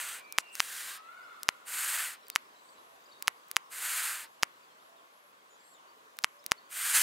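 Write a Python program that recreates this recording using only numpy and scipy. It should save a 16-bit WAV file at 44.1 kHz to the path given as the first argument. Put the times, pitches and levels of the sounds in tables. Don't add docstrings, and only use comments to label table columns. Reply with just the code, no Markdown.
import sys
import numpy as np
from scipy import signal
from scipy.fft import rfft, irfft, next_fast_len
from scipy.io import wavfile
from scipy.ndimage import uniform_filter1d

SR = 44100
rng = np.random.default_rng(int(sys.argv[2]) if len(sys.argv) > 2 else 0)


def unload_wav(signal):
    wavfile.write(
        sys.argv[1],
        SR,
        np.round(np.clip(np.atleast_2d(signal).T, -1, 1) * 32767).astype(np.int16),
    )


def rack_gain(trim_db):
    fader = np.asarray(trim_db, float)
    return 10 ** (fader / 20)


N = 309582

# frequency in Hz, level in dB per Hz.
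TICK_TONE = [(300, -44), (750, -28), (1200, -8), (1800, -14), (2600, -10), (3400, -18), (4200, -11),
             (5000, -10), (10200, -10), (12000, -15), (14000, -11), (16500, -14)]
LUNGE_S, LUNGE_LENGTH_S = 6.93, 0.025


def evened(x):
    return x / np.sqrt(np.mean(abs(x) ** 2) + 1e-20)


def read(points, hz):
    f, value = np.transpose(points)
    return np.interp(np.log(hz + 1), np.log(f + 1), value)


def add(mix, s, sound):
    part = mix[round(s * SR):][:len(sound)]
    part += sound[:len(part)]


def causal(db, t60):
    log = np.log(rack_gain(np.maximum(np.r_[db, db[-2:0:-1]], -100)))
    ring = np.fft.ifft(np.exp(log - 1j * signal.hilbert(log).imag)).real[:len(db)]
    return ring * rack_gain(-60 * np.arange(len(db)) / SR / t60)


def wobble(size, smooth):
    once = uniform_filter1d(rng.standard_normal(size), smooth)
    return evened(uniform_filter1d(once, smooth))


def shaped(db, size):
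    return evened(irfft(rfft(rng.standard_normal(size)) * rack_gain(db), size))


def low_passed(x, edge_hz):
    return signal.oaconvolve(x, signal.firwin(401, edge_hz, window=("kaiser", 9), fs=SR)[None], "same")


def note(length, hz):
    u = np.arange(0, length, 1 / SR) / length
    waver = .012 * min(1, hz[1] / 2000) * wobble(len(u), smooth=120)
    pitch = np.polyval(np.polyfit([0, .5, 1], hz, 2), u) * (1 + waver)
    depth_db = 4.5 if 3000 < hz[1] < 6000 else 2.
    flicker_db = depth_db * wobble(len(u), smooth=200) - 1
    return rack_gain(flicker_db) * np.sin(2 * np.pi * np.cumsum(pitch) / SR) * signal.windows.tukey(len(u), .5)


def hiss(row, ridges, mouth, pipe, depth, extra_db):
    # frequency in Hz, level in dB per Hz.
    throat_tone = [(150, -39.5), (250, -32), (333, -32), (433, -23), (541, -20.5), (1460, 1), (2850, -2.5),
                   (3510, -6), (4500, -5), (5700, -9), (7410, -33), (12500, -120)]
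    jet_tone = [(4400, -30), (5700, 0.5), (6600, -2), (7500, 0), (8700, 2), (9500, 1.2), (10600, -2),
                (11400, -1.5), (12200, -3.5), (13600, -5), (14800, -6), (15600, -10), (17000, -30)]
    # frequency in Hz, width in Hz, level in dB.
    notches = [(1560, 1000, 2), (5840, 460, -8.5), (9900, 220, -11), (11170, 700, 3), (12900, 1200, -2.5)]
    open_s, close_s = 0.031, 0.047
    edge_db, swell_power = -51, 2.4
    start, crest, end, first_db, top_db = row
    t = np.arange(max(start, 0), min(end, N / SR), 1 / SR)

    before_crest = (crest - t) / (crest - start - open_s)
    after_crest = (t - crest) / (end - close_s - crest)
    away = np.clip(np.maximum(before_crest, after_crest), 0, 1)
    opening = np.clip(1 - (t - start) / open_s, 0, 1)
    closing = np.clip(1 - (end - t) / close_s, 0, 1)
    swell_db = (np.where(t < crest, first_db, edge_db) - top_db) * away ** swell_power
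    effort_db = top_db + swell_db - 23 * (opening + closing) ** 1.47
    settling_s = np.maximum(t - LUNGE_S - LUNGE_LENGTH_S, 0)
    lunge_db = 7.5 * np.clip((t - LUNGE_S) / LUNGE_LENGTH_S, 0, 1) - 35 * settling_s
    sharp_db = 3.5 + extra_db - 3.5 * ((t - start) / (end - start)) ** 2 - 26 * closing

    hz = np.fft.rfftfreq(len(t), 1 / SR)

    def cavity_db(shift, share):
        return sum(db * (share if 9000 < f < 10500 else 1) / (1 + (2 * (hz - f * shift) / width) ** 2)
                   for f, width, db in notches)

    notch_db = cavity_db(mouth, depth)
    notch_db = notch_db + sum(db * np.exp(-(2 * (hz - f) / width) ** 2 / 2) for f, width, db in ridges)
    gaping_db = cavity_db(.95 * mouth, .7) - 1.5 * np.clip(hz / 1500 - 8, 0, 1)
    pipe_hz = np.minimum(hz, hz / pipe + np.maximum(hz - 1500, 0))
    throat_db = read(throat_tone, pipe_hz) - 80 * (hz > throat_tone[-2][0])
    throat = shaped(throat_db + notch_db, len(t))
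    jet_db = read(jet_tone, np.minimum(hz, jet_tone[-2][0])) - 80 * (hz < jet_tone[1][0])
    gape = np.clip(1 - (LUNGE_S - t) / .08, 0, 1)
    jet = np.sqrt(1 - gape) * shaped(jet_db + notch_db, len(t))
    jet = jet + np.sqrt(gape) * shaped(jet_db + gaping_db, len(t))
    eddies_db = 0.78 * wobble(len(t), smooth=60) + .8 * wobble(len(t), smooth=900)
    air = rack_gain(0.93 - .5 * gape ** 4) * throat + rack_gain(sharp_db + 0.7 + 0.092 * lunge_db) * jet
    return t[0], air * rack_gain(effort_db + lunge_db + eddies_db)


def breaths():
    # start in seconds, crest in seconds, end in seconds, first effort in dB, top effort in dB.
    hiss_rows = [
        (-.2, 0.0088, 0.24, -49, -43),
        (1.652, 1.943, 2.186, -48.5, -38),
        (3.695, 4, 4.288, -51, -38.5),
        (6.693, 6.973, 7.3, -49.5, -36),
        (.525, 0.83, 1.016, -56, -46),
    ]
    # factor on the notches, factor on the low edge (a shorter windpipe hisses thinner),
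    # share of the dip near 10 kHz, extra jet in dB.
    mouths = [(0.97, 0.89, 0.49, -.5), (1.02, 0.99, .75, 0.7), (1.01, 0.976, 1.1, 0.4),
              (1.027, 1.09, 1.2, 1), (1.03, 1.18, 0.4, -0.5)]
    # hiss number, frequency in Hz, width in Hz, level in dB.
    mouth_ridges = [(0, 3200, 600, 2.5), (0, 4800, 900, -1.5), (0, 8300, 600, 3.5), (0, 10600, 800, -2),
                    (0, 13600, 600, 1), (1, 5930, 800, -1.5), (1, 11000, 500, -2), (1, 13800, 1200, 1.5),
                    (2, 13600, 900, 2), (3, 3100, 500, 2), (3, 13800, 2200, 3), (3, 5200, 900, 2),
                    (3, 9100, 500, 3), (4, 2300, 700, -2), (4, 3800, 600, 1.5), (4, 5740, 1600, 1.5),
                    (4, 7900, 600, -2), (4, 9800, 800, -2), (4, 11500, 600, -3), (4, 13700, 1400, 1.5)]
    # start in seconds, length in seconds, start Hz, middle Hz, end Hz, level in dB.
    squeak = (.522, .026, 6900, 8150, 8750, -50)
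    breath = np.zeros(N)
    for k, (row, mouth) in enumerate(zip(hiss_rows, mouths)):
        own_ridges = [ridge[1:] for ridge in mouth_ridges if ridge[0] == k]
        add(breath, *hiss(row, own_ridges, *mouth))
    whistle = note(squeak[1], squeak[2:5])
    add(breath, squeak[0], rack_gain(squeak[-1]) * whistle * np.linspace(.4, 1.3, len(whistle)))
    return breath


def snaps():
    # clap in seconds, tips meet earlier by ms, thump of the trapped air in dB,
    # ring of the upper bill in dB, sharpness of the edge in dB.
    snap_rows = [(0.3853, 5.0, -2.5, 4, -1), (0.6033, 5.4, -2, 0.5, 1), (1.4895, 5.0, 8, -6, 2.5),
                 (2.36, 6.1, -9, 2, -3), (3.2803, 5.8, -7.5, 3.5, -2), (3.5668, 5.6, -3, 3.5, 0.5),
                 (4.4327, 5.8, 5.5, -1, 2.5), (6.2445, 5.7, 1.5, -0.5, -2), (6.5188, 5.6, 7, 1.5, 2.5)]
    # frequency in Hz, level in dB per Hz.
    clap_tone = [(60, -9), (300, -6.5), (560, 1), (850, 10), (1250, 17), (1900, 14), (2600, 15),
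                 (3400, 9.5), (4100, 5.5), (5000, 10), (6000, 5.5), (7300, -0.2), (8500, -2.5), (9500, -5),
                 (11500, -13), (13400, -32), (14800, -12), (15500, -19.5), (16200, -37)]
    tips_tone = [(300, -38), (850, -25), (1800, -7), (2600, -3), (3400, -4), (5000, .5), (5900, -3),
                 (7000, -2), (8500, -14), (9400, -19), (11500, -17), (12500, -23), (14000, -14),
                 (16500, -21)]
    hz, t = np.fft.rfftfreq(1024, 1 / SR), np.arange(513) / SR
    front, turned = np.zeros((2, N))
    lag = np.exp(-2 * np.pi * 1800 / SR)
    seal = np.clip(1.6 - hz / 550, 0, 1) + np.clip(hz / 1500 - 8, 0, 1)
    ring = rack_gain(-10.5 - 60 * t / .0012) * np.sin(2 * np.pi * 10450 * t)
    ring = np.roll(ring, round(.00025 * SR))
    twig_db = read(TICK_TONE, hz) - 3 * np.maximum(hz / 1000 - 10, 0)
    for s, early_ms, thump_db, ring_db, sharp_db in snap_rows:
        clap_db = read(clap_tone, hz) + thump_db * seal + sharp_db * np.exp(-(hz / 2500 - 3.2) ** 2)
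        clap = -causal(clap_db + .7 * wobble(len(hz), smooth=25), .01)
        clap = signal.lfilter([lag, -1], [1, -lag], clap)
        nest_echo = np.roll(uniform_filter1d(clap, size=5), round(0.00099 * SR))
        clap = clap + rack_gain(-16) * nest_echo
        rattle = signal.lfilter([.7, 0, -.7], [1, -.8], rng.standard_normal(len(t)))
        rattle = rack_gain(-34 - 60 * t / 0.005) * rattle
        twigs = rack_gain(-45 - 60 * t / 0.057) * shaped(twig_db, 1024)[:len(t)]
        twigs = twigs * np.sin(np.pi * t / t[-1]) ** 0.36
        add(front, s - .00005, rack_gain(-.8) * clap + rattle + twigs + rack_gain(ring_db - 1.5) * ring)
        add(turned, s - .00005, 0.53 * clap)
        tips = -causal(read(tips_tone, hz) + wobble(len(hz), smooth=25), .005)
        slips = np.r_[1, .17 * (rack_gain(-60 * t / .004) * rng.standard_normal(len(t)))[1:]]
        contact = signal.convolve(tips, slips / np.linalg.norm(slips))
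        add(front, s - early_ms / 1000 + .00005, contact)
    return front, turned


def ticks():
    # time in seconds, strength in dB, treble tilt in dB per octave about 4 kHz.
    tick_rows = [(0.0, -5, -10), (0.3235, -0.5, 0), (.519, -37, 6), (.524, -37, 6), (0.53, -31, 4),
                 (0.5526, -0.5, -1), (1.4314, 0.5, 0), (2.2677, -20, -5), (2.2822, -20, 6),
                 (2.2999, 1, -0.5), (3.1944, -36, 0.1), (3.2234, 0, 3), (3.484, -27, 3), (3.513, 0, 1.5),
                 (6.1687, -23, 1), (6.1874, 1.5, -1.5), (6.4408, -19, -3), (6.4626, 1, 1),
                 (6.7035, -20, -3)]
    more_ticks = [(6.2205, -22, -1.5), (6.228, -21, .4), (6.2315, -27, .4)]
    hz, t = np.fft.rfftfreq(1024, 1 / SR), np.arange(513) / SR
    front = np.zeros(N)
    for s, strength_db, tilt_db in list(tick_rows) + list(more_ticks):
        tilt = tilt_db * np.clip(np.log2(hz / 4000 + .01), -1, 2)
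        body = causal(read(TICK_TONE, hz) + tilt, 0.011)
        crackle = rack_gain(-60 * t / .004) * rng.standard_normal(len(t)) * np.clip(t / t[8], .2, 1)
        crackle[8] = 4
        crackle = crackle / np.linalg.norm(crackle)
        add(front, s + 0.00094, rack_gain(strength_db) * signal.convolve(body, crackle))
    return front


def puff():
    front = np.zeros(N)
    size = round(0.03 * SR)
    hz = np.fft.rfftfreq(size, 1 / SR)
    air = shaped(read(TICK_TONE, hz) - 2.7 * np.maximum(hz / 1000 - 9, 0), size)
    add(front, .388, rack_gain(-45) * air * np.sin(np.pi * np.linspace(0, 1, size) ** 0.47))
    return front


def gust():
    hz, t = np.fft.rfftfreq(N, 1 / SR), np.arange(N) / SR
    band_db = -80. * (hz > 950) - 80. * (hz < 40) + 3 * np.log2(hz / 900 + .01)
    air = signal.hilbert(shaped(band_db, N))
    rise = np.clip((t - LUNGE_S) / LUNGE_LENGTH_S, 0, 1)
    return rack_gain(-56) * rise * np.array([air.real, -air.imag])


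def ports(x, side_of_x, table, turn, below_hz):
    hz = np.fft.rfftfreq(1024, 1 / SR)
    alike_db = 10 * np.log2(np.clip(hz / 700, .05, 1))
    colour = causal(read(table, hz) + alike_db, 0.009)
    side = signal.oaconvolve(side_of_x, np.r_[np.zeros(3), colour])[:N]
    size = next_fast_len(N)
    phase = turn / (1 + (np.fft.rfftfreq(size, 1 / SR) / below_hz) ** 4)
    side = irfft(rfft(side, size) * np.exp(-1j * phase), size)[:N]
    return np.array([x + side, x - side])


def whine():
    bursts = [1.385, 1.485, 2.335, 2.778, 2.878, 3.305, 4.261, 4.81, 5.125, 5.225, 5.65, 6.28]
    gate = np.zeros(N)
    for s in bursts:
        add(gate, s, signal.windows.tukey(round(0.093 * SR), .1))
    tone = np.sin(2 * np.pi * 11270 * np.arange(N) / SR)
    return rack_gain(-74 + 2.0) * gate * tone * rack_gain([[1.5], [-1.5]])


def trill():
    # time in seconds, fundamental in Hz, level in dB.
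    trill_rows = [(.875, 505, -58), (.93, 610, -56), (.96, 660, -57), (1.0, 640, -57), (1.07, 665, -55),
                  (1.13, 735, -53), (1.25, 735, -54), (1.36, 733, -55), (1.47, 720, -61), (1.66, 705, -65)]
    # multiple of the fundamental, level in dB.
    orders = [(1, -25), (2, 0), (3, -13), (4, -19), (5, -22), (6, -25)]
    out = np.zeros(N)
    s, *columns = np.transpose(trill_rows)
    t = np.arange(s[0], s[-1], 1 / SR)
    hz, db = (np.interp(t, s, c) for c in columns)
    depth = .24 * np.clip((t - 1.14) / .16, .05, 1)
    beat = ((t - 1.232) * 15.8) % 1
    turns = np.cumsum(hz * (1 - depth * beat ** 1.5 + .008 * wobble(len(t), smooth=200))) / SR
    voice = sum(rack_gain(level_db) * np.sin(2 * np.pi * k * turns) for k, level_db in orders)
    gaps = 1 - np.clip(3.5 * depth, 0, 1) * beat ** 4
    add(out, s[0], rack_gain(db + 2 + 2.5 * wobble(len(t), smooth=250)) * voice * gaps)
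    return out


def single_notes():
    # start in seconds, length in seconds, middle pitch in Hz, level in dB.
    held = [(.1, .31, 2500, -68), (.15, .25, 2340, -65), (.4, .2, 2790, -61.5), (.45, .13, 2630, -68),
            (.4, .15, 2400, -71), (1.245, .07, 4100, -76), (1.33, .05, 4100, -77), (1.21, .2, 3520, -79),
            (2.195, .06, 5400, -75), (2.21, .05, 4000, -74), (2.3, .03, 3700, -72), (2.68, .02, 4600, -69),
            (2.94, .1, 3600, -78), (3.1, .1, 3780, -72), (3.63, .05, 5350, -75), (4.225, .045, 912, -66),
            (4.63, .03, 4600, -73), (4.79, .03, 3600, -77), (5.49, .08, 7000, -70), (5.72, .2, 645, -82),
            (5.86, .06, 4600, -77), (5.96, .03, 440, -72), (6.055, .03, 430, -70)]
    arched = [(.24, .02, 4750, -65), (.27, .03, 4200, -70), (2.55, .06, 4130, -68), (2.74, .08, 4000, -76),
              (3.05, .022, 4950, -65), (3.118, .018, 4600, -64), (6.43, .015, 3900, -73),
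              (6.3, .16, 585, -78), (6.568, .028, 4500, -66)]
    falling = [(1.255, .06, 1320, -60), (1.33, .06, 1310, -62), (5.7, .07, 7300, -72),
               (2.69, .06, 7500, -75), (2.255, .03, 4700, -70), (3.085, .015, 4700, -69),
               (4.67, .06, 3300, -77), (4.955, .04, 3700, -76), (4.975, .04, 3300, -77),
               (5.37, .06, 3300, -79), (5.6, .02, 4700, -68), (5.635, .015, 4750, -74),
               (5.67, .015, 4450, -73), (5.72, .025, 4250, -74), (5.745, .025, 3600, -72),
               (5.765, .025, 3400, -71), (5.78, .02, 2900, -73)]
    rising = [(2.315, .03, 4400, -70), (3.035, .015, 6600, -69), (6.39, .02, 5200, -69)]
    out = np.zeros(N)
    for notes, first, last in [(held, .995, .995), (arched, .87, .88), (falling, 1.07, .9), (rising, .93, 1.06)]:
        for s, length, hz, db in notes:
            add(out, s, rack_gain(db + 7.0) * note(length, [first * hz, hz, last * hz]))
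    return out


def phrases():
    # delay in seconds, length in seconds, start Hz, middle Hz, end Hz.
    seep = [
        (-.02, .2, 7250, 7520, 7150),
        (.04, .17, 8350, 8150, 6400),
    ]
    coo = [
        (0, .35, 590, 668, 640),
        (.39, .2, 590, 600, 560),
    ]
    out = np.zeros(N)
    for parts, s, factor, db, second_db in [(seep, 2.575, 1.035, -73, 3), (seep, 5.58, 1, -68, 3),
                                            (coo, 2.66, 1, -69.5, -7), (coo, 4.7, 1, -70, -7)]:
        for k, (after, length, *hz) in enumerate(parts):
            add(out, s + after, rack_gain(db + k * second_db + 1.5) * note(length, factor * np.array(hz)))
    return out


def chorus():
    # from seconds, to seconds, level in dB.
    bouts = [(0, 1.5, -68), (1.5, 2.2, -75), (2.2, 3.45, -69.5), (3.45, 3.9, -75), (4.6, 4.9, -74),
             (5.5, 5.95, -75.5)]
    out = np.zeros(N)
    for when, stretch, high, bend, soft in rng.random((420, 5)):
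        s = when * N / SR
        hz = (3300 + 1900 * high ** 0.68) * (1 + 0.233 * (bend - .5) * np.array([-1, .3, 1]))
        if s < 1.5 and bend < .5:
            hz = hz * .55
        level_db = max([-79.5] + [db for a, b, db in bouts if a <= s < b]) - 8 * soft
        add(out, s, rack_gain(level_db) * note(.012 + .04 * stretch ** 2, hz))
    return out


def wood(x, depth):
    # frequency in Hz, decay time t60 in seconds.
    decay = [(300, 0.15), (1500, 0.65), (2800, 1), (4500, 0.53), (12000, 0.17)]
    taps = np.zeros((2, SR // 2))
    at = np.arange(200, SR // 2 - 20, 20) + rng.integers(0, 20, (2, (SR // 2 - 201) // 20))
    np.put_along_axis(taps, at, rng.choice([-1., 1.], at.shape), 1)
    hz, t, z = signal.stft(taps, SR, nperseg=256)
    dull_db = -9 * np.log2(1 + (hz / 3500) ** 2)[:, None]
    fade_db = -60 * t / depth / read(decay, hz)[:, None]
    tail = signal.istft(z * rack_gain(dull_db + fade_db), SR, nperseg=256)[1]
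    return signal.fftconvolve(x[None], tail / np.linalg.norm(tail[0]), axes=1)[:, :N]


def wash():
    # frequency in Hz, level in dB per Hz.
    wash_tone = [(18, -63), (30, -33.5), (286, -6.5), (353, -6), (459, -2), (880, -4), (1060, 2.5),
                 (1250, -4), (2270, -10.5), (3360, -11), (5250, -17), (7200, -16.5), (8870, -19.5),
                 (12800, -20.5), (15800, -24)]
    # frequency in Hz, side minus mid in dB.
    wash_side = [(60, -20), (110, -10), (200, -8), (380, -5), (700, 1.5), (1290, 6.5), (2380, 2.5),
                 (4400, 0), (8120, -2.5), (15000, -3.5)]
    # frequency in Hz, share of the side that is the mid a quarter turn late.
    wash_lead = [(300, .1), (700, .55), (1400, .5), (2200, .3), (4000, .05), (15000, .02)]
    frames, hz = N // 256 + 5, np.fft.rfftfreq(1024, 1 / SR)
    a, b, c, d, patches = rng.standard_normal((frames, 513, 5)).T
    patches = evened(uniform_filter1d(uniform_filter1d(patches, 10, 0), 14, 1))
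    t = np.arange(frames) * 256 / SR
    level_db = -67 - 0.35 * t - 1.5 * np.exp(-((t - 5.26) / 0.47) ** 2)
    lead = np.clip(read(wash_lead, hz), 0, .95)[:, None]
    mid = a + 1j * b
    side = np.sqrt(1 - lead ** 2) * (c + 1j * d) - 1j * lead * mid
    z = np.array([mid, side * rack_gain(read(wash_side, hz))[:, None]]) * rack_gain(read(wash_tone, hz)[:, None])
    z = z / np.sqrt(np.mean(abs(z[0][7:21]) ** 2))
    z = z * rack_gain(1.22 * patches + level_db - 7.0)
    mid, side = signal.istft(z, nperseg=1024, noverlap=768)[1][:, :N]
    return np.array([mid + side, mid - side])


def scene():
    # frequency in Hz, side minus mid in dB.
    hiss_side = [(60, -13), (110, -15), (200, -5), (380, -19), (700, -26), (1290, -16), (2380, -22.5),
                 (4400, -35), (8120, -28), (15000, -25)]
    clap_side = [(60, 4), (110, 4.5), (200, 9.5), (380, 7), (700, -12), (1290, -13.5), (2380, -18.5),
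                 (4400, -15.5), (8120, -12), (15000, -9)]
    breath = breaths()
    claps, turned = snaps()
    clicks = claps + ticks() + puff()
    birds = single_notes() + phrases() + chorus() + trill()
    far = rack_gain(-2) * birds * rack_gain([[1.2], [-1.2]]) + rack_gain(-7.5) * wood(birds, depth=1.1)
    near = ports(breath, breath * (1 + 2.0 * wobble(N, smooth=80)), hiss_side, turn=1.2, below_hz=1100)
    echo = rack_gain(-37.5) * wood(breath + clicks, depth=0.37)
    steady = near + echo + far + wash() * rack_gain([[.2], [-.2]]) + whine() + gust()
    bills = ports(clicks, 0.98 * turned + 0.47 * clicks, clap_side, turn=2.1, below_hz=550)
    return low_passed(steady, 15790) + bills


def band_limit(x):
    return signal.sosfilt(signal.butter(12, 16830, fs=SR, output="sos"), x)


def record(dry):
    return band_limit(low_passed(dry, 16520))


dry = scene()
out = record(dry)
unload_wav(out)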